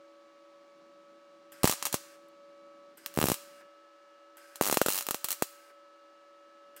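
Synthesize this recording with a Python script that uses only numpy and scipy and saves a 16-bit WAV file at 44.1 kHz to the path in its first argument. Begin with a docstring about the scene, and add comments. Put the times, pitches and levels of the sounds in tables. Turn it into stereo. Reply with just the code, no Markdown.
"""Tack welding a steel helmet

Three MIG tack welds, heard in stereo from close by in a workshop. A valve clicks and shielding gas
hisses; the wire short-circuits and bursts in sharp pops that ring in the steel and the room.
The hardest pops jolt the microphone into a low thump. The welder's cooling fan hums throughout."""
import sys
import numpy as np
from scipy import signal
from scipy.fft import rfft, irfft
from scipy.io import wavfile

SR = 44100
rng = np.random.default_rng(int(sys.argv[2]) if len(sys.argv) > 2 else 0)


def generate_wav(sig):
    """Save sig (samples, or channels by samples) to the path in sys.argv[1] as 16-bit PCM at SR."""
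    pcm = np.round(np.clip(np.atleast_2d(sig).T, -1, 1) * 32767).astype(np.int16)
    wavfile.write(sys.argv[1], SR, pcm)


N = 299880
TIME = np.arange(N) / SR

# peaks and dips that close reflections give the pops: centre_hz, width_hz, gain_db
REFLECTION_COMB = [(1200, 200, 7), (2780, 200, 3.5), (3590, 250, -2.5), (4100, 220, 4.5), (5640, 250, 3),
                   (6775, 280, 5), (7650, 200, 5.5), (8220, 280, 2.5), (8900, 470, 0.5), (10890, 400, 2.5),
                   (11480, 310, -1), (12750, 290, 3), (13900, 600, 7.5), (14620, 380, 4.5),
                   (15590, 450, 5.5)]
# directivity of the arc: frequency_hz, left_minus_right_db
ARC_BALANCE = [(100, -0.5), (1000, 1), (3000, -1.5), (6000, 0), (9000, -1), (12000, -3), (14000, -9.5),
               (16000, -8)]
# each tack faces the microphone differently: start_s, end_s, treble_db, body_hz, body_db, push_length_s
TACK_WELDS = [(1.0, 2.6, -3, 1030, 4.5, .00068), (2.6, 4.2, -0.5, 1598, 2.5, .00095),
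              (4.2, 6.2, 0.5, 1344, 2.5, .00047)]
# span over which the hum changes colour: start_s, end_s
HUM_CHANGE = (2.9, 3.6)


def arc(bursts, body_width_hz=260):
    """Directional radiation: each tack's position gives its cracks and ringing their own colour."""
    crackle, out = cracks(bursts) + steel_ring(bursts), np.zeros((2, N))
    for start, end, treble_db, body_hz, body_db, _ in TACK_WELDS:
        tack = crackle[:, round(start * SR):round(end * SR)]
        add(out, start, colour(tack, [(8000, 0), (13000, treble_db)], [(body_hz, body_width_hz, body_db)]))
    return out


def wire_bursts():
    """Relaxation oscillation: between loud pops, the fed wire shorts and bursts at a nearly even rate."""
    # loud pops: start_s, crack_db, ring_db, air_push (negative is suction on the right)
    pops = [(1.6334, -6.5, -29, 0), (1.6429, -4.5, -30, 2.5), (1.6545, -12.5, -27, .27),
            (1.675, -8.5, -22, -.13), (1.696, -23, -25.5, .23), (1.826, -23, -32.5, .03),
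            (1.8536, -23.5, -25, 0), (1.868, -23, -33, 0), (1.9276, -24.5, -29.5, 0),
            (1.9428, -18, -27, .33), (3.0617, -19, -38.5, 0), (3.1748, -28, -38.5, .4),
            (3.1883, -23, -39.5, .48), (3.2015, -20, -38, 0), (3.2146, -12, -38, .22),
            (3.2273, -13, -33.5, -.68), (3.2407, -21, -35, .63), (3.2566, -18, -33, -.5),
            (3.2692, -21, -29.5, -.15), (3.2856, -16.5, -27.5, .26), (3.3003, -17, -32.5, .27),
            (3.3178, -23, -27, .38), (3.3427, -22.5, -36.5, 0), (4.5576, -34, -43, 0),
            (4.6117, -14.5, -31, 1.5), (4.6238, -18, -29.5, .13), (4.6856, -19, -32, -.4),
            (4.6985, -21, -34, .37), (4.7128, -12, -30.5, -.17), (4.7264, -12, -26.5, .65),
            (4.743, -17.5, -28, -.26), (4.7719, -12, -26, 1.05), (4.8155, -9, -26.5, .5),
            (4.862, -19, -26, -.56), (4.8849, -18, -28, -.5), (5.0677, -22.5, -40, 0),
            (5.0877, -18.5, -38.5, .25), (5.1095, -11.5, -31.5, -.27), (5.1453, -22, -35, .23),
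            (5.2444, -14.5, -28, 0), (5.2864, -23.5, -33, 0), (5.4232, -14, -28, .9)]
    # runs of small pops: start_s, end_s, first_crack_db, last_crack_db, air_push
    sputters = [(1.713, 1.736, -17, -27, .04), (3.14, 3.1625, -41, -35, 0), (4.6373, 4.6752, -21, -21, .11),
                (4.8922, 4.988, -19.5, -22, 0), (5.0087, 5.0247, -25, -27, 0),
                (5.3054, 5.3275, -22.5, -21, 0)]
    shorts_per_s, jitter_s, scatter_db, ring_offset_db = 93, .0005, 2, -11
    bursts = list(pops)
    for start, end, first_db, last_db, push in sputters:
        count = 1 + round((end - start) * shorts_per_s)
        lateness, strength = rng.standard_normal((count, 2)).T
        times = np.linspace(start, end, count) + jitter_s * lateness
        db = np.linspace(first_db, last_db, count) + scatter_db * strength
        bursts += zip(times, db, db + ring_offset_db, push * amp(scatter_db * strength))
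    return bursts


def cracks(bursts, decay_s=0.000092, grit=0.49, size=400, onset_samples=27):
    """Impulsive source: each burst is a gritty pressure spike, reflected by the helmet and bench."""
    # spectrum of a crack: frequency_hz, gain_db
    crack_spectrum = [(100, -5), (500, -3), (1100, -1), (1900, -4), (3400, 0), (4500, -3.5), (7000, -2.5),
                      (10000, -1), (14000, -4), (16000, -1.5)]
    # early reflections: delay_s, left_db, right_db
    reflections = [(.00112, -29, -16), (.0023, -20, -21), (.0048, -19, -14.5)]
    out, t = np.zeros((2, N)), np.arange(size) / SR
    for start, db, _, _ in bursts:
        left, right, shared = rng.standard_normal((3, size))
        spike = grit * (.5 * np.array([left, right]) + shared) * np.exp(-t / decay_s)
        spike[:, 0] = -1
        spike *= amp(db) / np.sqrt(np.mean(spike[:, :onset_samples] ** 2))
        add(out, start, spike)
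        for delay, left_db, right_db in reflections:
            add(out, start + delay, spike * amp([[left_db], [right_db]]))
    return colour(out, crack_spectrum, REFLECTION_COMB, ARC_BALANCE)


def steel_ring(bursts, fast_t60_s=0.011, slow_t60_s=0.092, slow_db=-7, common=.7, grain=0.31):
    """Free decay: the steel rings like fading noise, a quick clatter and then a shimmer."""
    # spectrum of the ringing steel: frequency_hz, gain_db
    ring_spectrum = [(100, -9.5), (300, -6), (700, -4), (1200, -3.5), (1900, -1.5), (3500, 0), (4500, 1),
                     (7000, 1.5), (10000, 3.5), (12000, 1.5), (14000, -2), (16000, -6.5)]
    size, onset_samples = 6000, 330
    out, t = np.zeros((2, N)), np.arange(size) / SR
    decay = np.hypot(amp(-60 * t / fast_t60_s), amp(slow_db - 60 * t / slow_t60_s))
    for start, _, db, _ in bursts:
        left, right, shared, roughness = rng.standard_normal((4, size))
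        ring = (np.array([left, right]) + common * shared) * decay * np.exp(grain * roughness)
        add(out, start + .0003, amp(db) * ring / np.sqrt(np.mean(ring[:, :onset_samples] ** 2)))
    return colour(out, ring_spectrum, REFLECTION_COMB, ARC_BALANCE)


def thumps(bursts, rise_s=.00004, gain_db=.3, stretch_power=.12, hollow_stretch=1.5):
    """Capsule overload: a one-way air pulse saturates the right side; the left gets a slower share."""
    # damped modes of a hollow knock: pitch_hz, level_db, t60_s
    knock_modes = [(560, 0, .011), (1400, -2.5, .009)]
    # the moment when the pops sound hollow: start_s, end_s
    hollow_span = (4.8, 4.9)
    left_share, left_delay_s, left_stretch = .36, .0001, 1.3
    out, t = np.zeros((2, N)), np.arange(600) / SR
    knock = sum(amp(db - 60 * t / t60) * np.sin(2 * np.pi * hz * t) for hz, db, t60 in knock_modes)
    for start, end, *_, push_length_s in TACK_WELDS:
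        for pop_s, _, _, push in bursts:
            if start <= pop_s < end and push:
                hollow = hollow_span[0] < pop_s < hollow_span[1]
                length_s = push_length_s * abs(push) ** stretch_power * (hollow_stretch if hollow else 1)
                fall = np.exp(-(t / (length_s * np.array([[left_stretch], [1]]))) ** 2)
                left, right = (1 - np.exp(-t / rise_s)) * fall + hollow * knock
                add(out[:1], pop_s + left_delay_s, left_share * abs(push) * left)
                add(out[1:], pop_s, np.tanh(push) * right)
    return amp(gain_db) * out


def torch(click_t60_s=0.09, tick_t60_s=0.027, close_s=0.022, surge=0.76, surge_s=0.3, size=8000):
    """Impact and jet noise: the valve clicks open, gas hisses, the valve knocks shut; spatter lands."""
    # trigger pulls: open_s, shut_s, open_db, shut_db, gas_db
    trigger_pulls = [(1.520, 2.150, -45, -64, -61), (2.973, 3.609, -48, -51, -62),
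                     (4.370, 5.702, -48, -53.5, -62), (6.764, 6.995, -44.5, -57, -62)]
    # a bead of spatter landing: start_s, level_db
    spatter = [(2.2844, -60.5)]
    # spectra of the opening click, the duller shutting knock and the gas jet: frequency_hz, gain_db
    click_spectrum = [(100, -5.5), (500, 2), (2000, 2.5), (2500, -2), (3200, 5), (4000, -14.5),
                      (6000, -7.5), (8000, 3.5), (10000, 0), (13500, 3.5), (16000, -6)]
    knock_spectrum = [(100, -10), (500, 16), (1000, 6), (1800, 15), (3500, -5), (8000, -16), (13000, -16),
                      (16000, -16)]
    gas_spectrum = [(100, -18.5), (400, -4.5), (1000, -7.5), (1500, 8), (2500, 3.5), (3600, -5),
                    (5200, -2.5), (7000, -3.5), (9500, -3.5), (12500, -9), (16000, -14)]
    # resonances of the nozzle: centre_hz, width_hz, gain_db
    nozzle_modes = [(1562, 150, 7), (5000, 400, 8), (8300, 500, 3.5), (12100, 500, 5.5), (13800, 500, 2.5)]
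    clicks, knocks = np.zeros((2, 2, N))
    flow, t = np.zeros(N), np.arange(size) / SR
    for start, end, open_db, shut_db, gas_db in trigger_pulls:
        # pressure stored in the hose escapes first
        pressure = 1 + surge * np.exp(-abs(TIME - start) / surge_s)
        opening = np.interp(TIME, [start, start + .01, end, end + close_s], [0, 1, 1, 0])
        flow += amp(gas_db) * pressure * opening
        add(clicks, start, rng.standard_normal((2, size)) * amp(open_db - 60 * t / click_t60_s))
        add(knocks, end, rng.standard_normal((2, size)) * amp(shut_db - 60 * t / click_t60_s))
    for start, db in spatter:
        add(clicks, start, rng.standard_normal((2, size)) * amp(db - 60 * t / tick_t60_s))
    hiss = colour(flow * rng.standard_normal((2, N)), gas_spectrum, nozzle_modes)
    return colour(clicks, click_spectrum, nozzle_modes) + colour(knocks, knock_spectrum) + hiss


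def workshop(x, build_s=.008):
    """Reverberation: a diffuse field builds quickly, lasts longest in the midrange and dies away."""
    # decay time of the room: frequency_hz, t60_s
    decay_times = [(200, 0.02), (1500, 0.96), (4000, 0.65), (8000, 0.55), (14000, 0.49)]
    # spectrum of the diffuse field: frequency_hz, gain_db
    room_spectrum = [(200, -4), (1500, -1), (5000, 4), (9000, 1), (15000, -1.5)]
    hz, t, noise = signal.stft(rng.standard_normal((2, SR)), SR, nperseg=256)
    tail = signal.istft(noise * amp(-60 * t / read(decay_times, hz)[:, None]), SR, nperseg=256)[1]
    tail *= 1 - np.exp(-np.arange(tail.shape[1]) / SR / build_s)
    tail /= np.linalg.norm(tail[0])
    return colour(signal.fftconvolve(x, tail, axes=1)[:, :N], room_spectrum)


def rotor_tone(ratio, levels, harmonics, lean_db, waver_hz=0.58, flutter_db=1.23):
    """Periodic excitation: an unsteady rotor's harmonics, each fluttering separately left and right."""
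    # blade-passing frequency: time_s, pitch_hz
    blade_rate = [(0, 566.7), (2.7, 566.8), (3.2, 569.7), (3.9, 568.7), (6.8, 568.3)]
    # the level dips briefly: centre_s, half_width_s, gain_db
    level_dip = (2.99, .065, -11.5)
    dip_s, half_width_s, dip_db = level_dip
    cycles = np.cumsum(ratio * contour(blade_rate) + waver_hz * wander(11.5)) / SR
    db = contour(levels) + dip_db * np.exp(-((TIME - dip_s) / half_width_s) ** 2)
    partials = np.zeros((2, N))
    for multiple, *shift_db in harmonics:
        flutter = flutter_db * np.array([wander(4.2), wander(5)])
        gain = amp(np.interp(TIME, HUM_CHANGE, shift_db) + flutter)
        partials += gain * np.sin(2 * np.pi * multiple * cycles)
    return np.sqrt(2) * amp(db + lean_db * np.array([[.5], [-.5]])) * partials


def machine_hum(whine_ratio=2.2846, drone_drop_db=-2.5, whistle_hz=15390, whistle_db=-95):
    """Tonal machine noise: the fan's blade tone, a whine, casing drones and an electronic whistle."""
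    # blade harmonics, whose colour shifts as the torch is moved: multiple, before_db, after_db
    harmonics = [(1, 0, 0), (2, -11, -13.5), (3, -24.5, -14), (4, -23, -22), (5, -26, -17.5),
                 (7, -30.5, -32.5), (8, -36.5, -29.5)]
    # strength of the blade tone and of the whine: time_s, level_db
    blade_levels = [(0, -58.5), (2.3, -58.4), (2.85, -55.5), (3.5, -56.8), (3.85, -62), (6.8, -61)]
    whine_levels = [(0, -68), (2.4, -66.5), (3.4, -63.5), (6.8, -63.7)]
    # narrow drones of the casing: pitch_hz, wander_hz, level_db
    casing_drones = [(325, 2.93, -68.5), (326.4, 10, -76), (343, 6, -90), (579, 16, -76)]
    drones = np.zeros(N)
    for hz, wander_hz, db in casing_drones:
        cycles = np.cumsum(hz + wander_hz * wander(23.9)) / SR
        drones += amp(db) * unit_rms(np.sin(2 * np.pi * cycles))
    # the low drones turn quieter as the bass thins
    drones *= amp(np.interp(TIME, HUM_CHANGE, [0, drone_drop_db]))
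    blades = rotor_tone(1, blade_levels, harmonics, lean_db=1.0)
    whine = rotor_tone(whine_ratio, whine_levels, harmonics[:1], lean_db=8.5)
    whistle = amp(whistle_db) * unit_rms(np.sin(2 * np.pi * whistle_hz * TIME))
    return blades + whine + drones + whistle


def fan_air(rush_db=-64.5):
    """Turbulence: a steady broadband rush, alike on both sides in the bass. A low rumble lies beneath."""
    # spectra of the rush and of the rumble: frequency_hz, relative_density_db
    rush_spectrum = [(30, -27), (90, -22), (140, -17), (210, -8), (400, -2.5), (800, -2.5), (1500, -1.5),
                     (2200, -7), (4500, -10), (6500, -16), (9500, -25.5), (12500, -33), (16000, -44)]
    rumble_spectrum = [(30, -40.5), (90, -22), (130, -12), (170, -2), (230, -1.5), (350, 0), (500, -10.5),
                       (1000, -36.5), (4000, -71)]
    # likeness of the rush on the two sides: frequency_hz, correlation
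    rush_correlation = [(100, .95), (640, 0.71), (1400, 0), (3000, .05), (16000, 0)]
    # low rumble fades in, drops and returns as the microphone's wind filter shifts: time_s, level_db
    passed_rumble = [(0, -90), (.8, -74), (3.66, -72), (3.69, -90), (6.2, -86), (6.8, -72)]
    hz = np.fft.rfftfreq(N, 1 / SR)
    left, independent, low = rfft(rng.standard_normal((3, N)))
    correlation = read(rush_correlation, hz)
    right = correlation * left + np.sqrt(1 - correlation ** 2) * independent
    rush = unit_rms(irfft(np.array([left, right]) * amp(read(rush_spectrum, hz)), N))
    rumble = unit_rms(irfft(low * amp(read(rumble_spectrum, hz)), N))
    return amp(rush_db) * rush + amp(contour(passed_rumble)) * rumble


def amp(db):
    """Decibels to amplitude ratio."""
    return 10 ** (np.asarray(db) / 20)


def unit_rms(x):
    """Normalisation to rms 1."""
    return x / np.sqrt(np.mean(x ** 2) + 1e-20)


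def read(points, hz):
    """Interpolation of a spectrum on a log-frequency axis."""
    frequencies, values = np.transpose(points)
    return np.interp(np.log(hz + 1), np.log(frequencies + 1), values)


def contour(points):
    """Linear interpolation over time."""
    return np.interp(TIME, *np.transpose(points))


def add(mix, start_s, sound):
    """Superposition of a sound on the mix."""
    part = mix[:, max(round(start_s * SR), 0):][:, :sound.shape[-1]]
    part += sound[..., :part.shape[1]]


def colour(x, spectrum, peaks=(), balance=((1000, 0),), size=2048):
    """Minimum-phase filter of unit energy: a broad spectrum, peaks and dips, and a left-right lean."""
    hz = abs(np.fft.fftfreq(size, 1 / SR))
    peaks_db = sum(db / (1 + (2 * (hz - centre) / width) ** 2) for centre, width, db in peaks)
    gain = unit_rms(amp(read(spectrum, hz) + peaks_db + np.outer([.5, -.5], read(balance, hz))))
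    taps = np.fft.ifft(np.exp(np.conj(signal.hilbert(np.log(gain))))).real
    return signal.oaconvolve(x, taps[:, :size // 2], axes=1)[:, :N]


def wander(hz, size=4096):
    """Random modulation: noise of rms 1, low-passed near hz."""
    step_s = N / SR / size
    low_pass = np.exp(-(np.fft.rfftfreq(size, step_s) / hz) ** 2)
    slow = irfft(rfft(rng.standard_normal(size)) * low_pass)
    return np.interp(TIME, np.arange(size) * step_s, unit_rms(slow))


def bass_cut(x, hz, q=0.74):
    """Second-order high-pass."""
    omega = 2 * np.pi * hz
    return signal.lfilter(*signal.bilinear([1, 0, 0], [1, omega / q, omega ** 2], SR), x)


def scene(reverb_db=-15.5):
    """Direct and diffuse sound: arc and torch close by, the workshop behind, the machine beneath."""
    bursts = wire_bursts()
    direct = arc(bursts) + torch()
    return direct + amp(reverb_db) * workshop(direct) + thumps(bursts) + fan_air() + machine_hum()


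def record(dry, ceiling=0.39, band_limit_hz=16000):
    """Soft saturation flattens the loudest pops, after a bass cut and before a band limit."""
    # the bass cut steps up once: time_s, corner_before_hz, corner_after_hz
    corner_step = (3.67, 120, 255)
    step_s, before_hz, after_hz = corner_step
    crossfade = np.interp(TIME, [step_s, step_s + .01], [0, 1])
    thinned = (1 - crossfade) * bass_cut(dry, before_hz) + crossfade * bass_cut(dry, after_hz)
    saturated = thinned / (1 + (thinned / ceiling) ** 6) ** (1 / 6)
    low_pass = signal.firwin(255, band_limit_hz, window=("kaiser", 7), fs=SR)
    return signal.oaconvolve(saturated, low_pass[None], "same")


dry = scene()
out = record(dry)
generate_wav(out)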